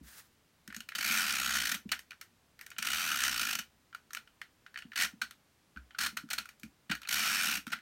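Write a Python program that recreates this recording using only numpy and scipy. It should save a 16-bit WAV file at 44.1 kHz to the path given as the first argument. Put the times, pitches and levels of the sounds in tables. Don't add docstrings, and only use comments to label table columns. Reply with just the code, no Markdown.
import sys
import numpy as np
from scipy import signal
from scipy.fft import rfft, irfft, next_fast_len
from scipy.io import wavfile
from scipy.ndimage import map_coordinates

SR = 44100
rng = np.random.default_rng(int(sys.argv[2]) if len(sys.argv) > 2 else 0)


def dump(signal):
    limited = np.clip(np.atleast_2d(signal).T, -1, 1)
    pcm = np.round(limited * 32767).astype(np.int16)
    wavfile.write(sys.argv[1], SR, pcm)


N = 344417


def amp(db):
    return 10 ** (np.asarray(db) / 20)


def unit(x):
    return x / np.sqrt(np.mean(x ** 2) + 1e-20)


def along(points, hz):
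    f, v = np.transpose(points)
    return np.interp(np.log(hz + 1), np.log(f + 1), v)


def filtered(x, response):
    m = next_fast_len(N + SR // 2)
    spectrum = rfft(x, m) * response(np.fft.rfftfreq(m, 1 / SR))
    return irfft(spectrum, m)[..., :N]


def modes(rows):
    def response(f):
        total = 0
        for k, (centre, width, db) in enumerate(rows):
            damped = 1j * f * width
            total = total + (-1) ** k * amp(db) * damped / (centre ** 2 - f ** 2 + damped)
        return total
    return response


def air():
    # (frequency [Hz], relative level [dB])
    air_colour = [(28, -13), (64, -1.5), (100, -3.5), (220, -4.5), (500, -12.5), (1600, -14.5), (5000, -20),
                  (16000, -28)]
    hush = unit(filtered(rng.standard_normal(N), lambda hz: amp(along(air_colour, hz))))
    return amp(-69.5) * hush


def chatter(times, db, length, hz, lumps, room_db, rise=0.086, knock=0):
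    # (frequency [Hz], time to fall 60 dB [s])
    room_decay = [(1500, 0.16), (14000, 0.16)]
    u = np.arange(SR // 40)[None] / SR / np.abs(length)[:, None]
    shape = (1 - np.exp(-u / rise)) * np.exp(-u ** 4)
    at = np.round(times * SR).astype(int)[:, None] + np.arange(u.shape[1])
    puff_power = (amp(db)[:, None] * shape) ** 2
    power = np.bincount(at.ravel(), puff_power.ravel(), N + SR)[:N]

    keep = amp(-120 / SR / along(room_decay, hz))
    lingering = signal.lfilter([1 - keep], [1, -keep], power)
    noise_level = np.sqrt(power * lumps ** 2 + amp(room_db) ** 2 * lingering)

    knock_size = knock * amp(db) * np.sqrt(np.abs(length) * SR)
    knocks = np.bincount(at[:, SR // 1000], knock_size, N + SR)[:N]
    return noise_level * rng.standard_normal(N) + knocks


def table(on_top, on_frame):
    # (centre [Hz], width [Hz], relative level [dB])
    top_modes = [(171.5, 58, -1), (225.8, 28.6, 6), (295.4, 34, 0)]
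    # (centre [Hz], width of one pass [Hz], relative level [dB])
    frame_modes = [(63.3, 12.7, 0)]
    top = filtered(on_top, modes(top_modes))
    frame = filtered(on_frame, lambda hz: modes(frame_modes)(hz) ** 2)
    return filtered(top + frame, lambda hz: 1j * hz / (110 + 1j * hz) / (1 + 1j * hz / 480) ** 4)


def bumps():
    # (time [s], relative level [dB], further level on the frame [dB])
    landings = [(0.009, -46.5, -7), (0.679, -47.5, -16), (0.762, -49.5, -29), (1.854, -38.5, -26),
                (4.848, -48, -31), (5.131, -50, -37.5), (5.76, -51.5, 3), (6.126, -52, -28),
                (6.234, -45, -38.5), (6.633, -43.5, -17.5), (6.897, -34.5, -23), (7.668, -42, -37)]
    s, db, deep_db = np.transpose(landings)
    at = np.round(s * SR).astype(int)
    scuff = chatter(s, db + 18.5, np.full(len(s), .016), 1500, 0.9, room_db=0.5)
    on_top = np.bincount(at, amp(db + 49.0), N)[:N]
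    on_frame = np.bincount(at, amp(db + deep_db + 69.5), N)[:N]
    return table(on_top + scuff, on_frame)


def slide():
    # (frequency [Hz], relative level [dB])
    paper_colour = [(400, -15), (1000, -6.5), (1600, 3), (2500, -5), (6500, -4), (16000, -5.5)]
    start_s, rise_s, hold_s, fall_db_per_s = 0.026, 0.025, 0.16, 170
    level_db, flutter_depth_db = -58, 2.5
    t = np.arange(N) / SR - start_s
    hiss = unit(filtered(rng.standard_normal(N), lambda hz: amp(along(paper_colour, hz))))
    flutter_db = flutter_depth_db * map_coordinates(rng.standard_normal(N // 1000), [np.arange(N) / 1200])
    fall_db = fall_db_per_s * np.clip(t - rise_s - hold_s, 0, None)
    return hiss * np.clip(t / rise_s, 0, 1) * amp(level_db + flutter_db - fall_db)


def bent(x, response, shift_hz):
    turn = (2 * np.pi * (np.cumsum(shift_hz) / SR % 1)).astype(np.float32)
    in_phase, quarter = filtered(x, lambda f: response(f) * [[1], [-1j]])
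    return in_phase * np.cos(turn) - quarter * np.sin(turn)


def treble_share(hz):
    return 1 / (1 + (4500 / hz) ** 4)


def case(rows, length, favour_db, lumps_db, room_db, rise, knock):
    # (centre [Hz], width of one pass [Hz], relative level [dB])
    case_modes = [(1425, 274, 2), (1794, 565, -2), (2422, 426, -3), (2982, 370, -3.5), (3870, 740, -8.5),
                  (4440, 350, -5.5), (5490, 650, -8.5), (6410, 740, -10), (8560, 1500, -13.5),
                  (13040, 3800, -15)]
    # (frequency [Hz], relative level [dB])
    rattle_colour = [(400, -32), (700, -16), (1050, -16.5), (3000, -6), (7000, -12.5), (16000, -24)]
    columns = np.transpose(rows)
    s, db, treble_db = columns[:3]
    favoured_hz = columns[3:]
    lumps = amp(lumps_db * map_coordinates(rng.standard_normal(N // 20), [np.arange(N) / 40]))
    order = np.argsort(s)
    started = np.searchsorted(s[order] * SR, np.arange(N))
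    latest = order[np.clip(started - 1, 0, None)]

    sound = 0
    for hz, width, mode_db in case_modes:
        nearness = np.exp(-(np.log(hz / favoured_hz) / 0.14) ** 2)
        damping, bending = [map_coordinates(rng.standard_normal(N // 1000), [8 * s]) for _ in range(2)]
        level_db = db + treble_db * treble_share(hz) + favour_db * nearness.max(0) + 1.7 * damping
        shift_hz = .5 * (nearness * (favoured_hz - hz)).sum(0) + .015 * hz * bending
        sound += bent(chatter(s, level_db, length, hz, lumps, room_db, rise, knock),
                      lambda f: amp(mode_db) * modes([(hz, width, 0)])(f) ** 2, shift_hz[latest])

    dull = filtered(chatter(s, db, length, 2000, lumps, room_db, rise),
                    lambda hz: amp(along(rattle_colour, hz)) * (1 - treble_share(hz + 1)))
    sharp = filtered(chatter(s, db + treble_db, 1.12 * length, 9000, lumps ** 2.4, room_db, rise),
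                     lambda hz: amp(along(rattle_colour, hz)) * treble_share(hz + 1))
    return sound + dull + sharp


def ticks():
    # (time [s], relative level [dB], treble [dB], favoured pitch [Hz])
    contacts = [(0.676, -48, 6, 1720), (0.702, -46.5, -36, 1678), (0.725, -45.5, -6, 1712),
                (0.745, -43.5, 5, 1780), (0.764, -40, 3, 6960), (0.804, -41, 0.5, 2860),
                (0.888, -39.5, -1, 2500), (0.919, -43, -12, 1800), (1.891, -43, -5, 2663),
                (1.991, -43.5, 5, 1980), (2.107, -46, -2, 2383), (2.116, -45.5, -12, 1590),
                (2.13, -53, -15, 1603), (2.212, -41, 3.5, 2020), (2.591, -49, -5, 1880),
                (2.611, -44, 4, 1878), (2.664, -46.5, 3, 1599), (2.703, -47.5, 14, 2500),
                (2.715, -42, -14, 6170), (2.764, -49.5, -22, 2900), (3.927, -53.5, -22, 1407),
                (3.947, -43, -4, 1390), (4.106, -52, 0, 1414), (4.132, -43.5, 7, 5920),
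                (4.148, -38.5, 3, 2552), (4.274, -54, -11, 3053), (4.415, -38.5, -8.5, 1928),
                (4.663, -48.5, -12, 1600), (4.742, -51, -3, 1697), (4.758, -43.5, -22, 1795),
                (4.774, -39, -4, 1712), (4.787, -43.5, -0.5, 2762), (4.821, -46, -10, 2884),
                (4.918, -46.5, -15, 1883), (4.932, -44, -14, 4815), (5.309, -44.5, -1.5, 3534),
                (5.761, -54, -20, 1450), (5.771, -48.5, -10, 1459), (5.907, -51.5, -22, 3160),
                (5.947, -49, -33, 1410), (6.288, -54, -2, 1500), (6.455, -48.5, 2, 1379),
                (6.489, -44.5, 0, 2010), (6.597, -54.5, 15, 7080), (6.632, -45.5, 5, 2363),
                (6.951, -43, 4, 1795), (7.017, -47, 2, 1576), (7.031, -43, -8, 3136),
                (7.05, -44.5, -39, 2560), (7.073, -41, -2, 4253), (7.667, -40.5, -2.5, 1407),
                (7.677, -44.5, 1, 1217), (7.703, -45.5, -9, 6230), (7.787, -52.5, -9, 1890)]
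    s, db, treble_db, favoured_hz = np.transpose(contacts)
    eased_db = db - np.clip(treble_db - 6.5, 0, None)
    rows = np.transpose([s, eased_db, treble_db, favoured_hz])
    length = 0.0044 * amp(-.15 * treble_db)
    return amp(9) * case(rows, length, favour_db=10, lumps_db=1.5, room_db=-3.5, rise=0.083, knock=0.62)


def teeth():
    # (time [s], wheel speed [teeth/s], relative snap level [dB],
    # favoured low pitch [Hz], favoured high pitch [Hz])
    strokes = [
        [(0.95, 23.8, -33, 2300, 4690), (1.078, 77.5, -33.5, 2300, 4610), (1.137, 102, -31.5, 2303, 6170),
         (1.29, 70, -33, 2414, 4700), (1.377, 63.3, -33, 2467, 6820), (1.5, 66, -32, 2940, 6820),
         (1.615, 60.8, -32.5, 3055, 5470), (1.741, 34.7, -32, 3004, 5410)],
        [(2.783, 15.4, -34.5, 2725, 5513), (2.857, 52, -33, 2307, 6510), (3.0, 91.4, -35, 2419, 5790),
         (3.171, 63.7, -33.5, 2933, 6100), (3.229, 68, -31.5, 2902, 6225), (3.33, 60.5, -33, 2660, 5400),
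         (3.519, 48.8, -33, 2796, 5610), (3.604, 13.4, -31.5, 2827, 5890)],
        [(4.957, 63, -34, 1791, 4823), (5.017, 96, -30, 1790, 5480), (5.046, 71.6, -32.5, 1790, 5560)],
        [(5.985, 28.1, -30.5, 1417, 4385), (6.008, 110.3, -33, 1425, 4450), (6.061, 59.7, -33, 1427, 4390)],
        [(7.087, 49.6, -32, 2200, 5490), (7.234, 101.4, -32.5, 2392, 5500), (7.414, 92.6, -33, 2569, 5400),
         (7.45, 79.4, -31, 2726, 5377), (7.556, 64.5, -32, 2710, 5463), (7.592, 21.6, -36.5, 2750, 5484)],
    ]
    # (time [s], relative snap level [dB], treble [dB], favoured low pitch [Hz])
    slips = [(1.916, -30.5, 1, 2850), (1.927, -32.5, -40, 1794), (4.166, -39, -6, 1420),
             (5.2146, -31.5, -4, 1483), (6.168, -34.5, -2.5, 1392), (6.302, -35, 1, 1597),
             (6.31, -34, -12, 1503), (6.331, -33.5, 1, 1501), (6.38, -30, -3, 1423),
             (6.895, -35.5, -12, 1727), (6.911, -27.5, -10.5, 1527), (7.718, -37, -5, 1470),
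             (7.724, -32.5, -9, 1450)]
    slip_high_hz, coast_s = 4233, .004
    rows = []
    for when, speed, db, low_hz, high_hz in map(np.transpose, strokes):
        t = np.arange(when[0], when[-1] + coast_s, 1 / SR)
        turned = np.cumsum(np.interp(t, when, speed)) / SR
        s = np.interp(np.arange(int(turned[-1]) + 1), turned, t)
        # spread in s, dB, dB
        late, louder_db, treble_db = (rng.standard_normal((len(s), 3)) * [.0004, .7, .8]).T
        snap_db = np.interp(s, when, db) + louder_db
        rows += [np.transpose([s + late, snap_db, treble_db,
                               np.interp(s, when, low_hz), np.interp(s, when, high_hz)])]
    return np.vstack(rows + [[(*slip, slip_high_hz) for slip in slips]])


def ratchet():
    rows = teeth()
    chance = rng.standard_normal((len(rows), 3))
    s, db = rows[:, 0], rows[:, 1]
    length = 0.0094 * amp(1.22 * chance[:, 0])
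    snap = amp(11.5) * case(rows, length, favour_db=4.2, lumps_db=2.0, room_db=-3.5, rise=0.16, knock=0.14)
    drag = chatter(s, db + 4.0 + 3 * chance[:, 1], length, 1500, 0.76, room_db=-1)
    pushes = np.bincount(np.round(s * SR).astype(int), amp(db + 32.5 + 3.0 * chance[:, 2]), N)[:N]
    return snap + table(drag, pushes)


def scene():
    return (air() + bumps() + slide() + ticks() + ratchet())[None]


def record(dry):
    return filtered(dry, lambda hz: hz < 15850)


dry = scene()
out = record(dry)
dump(out)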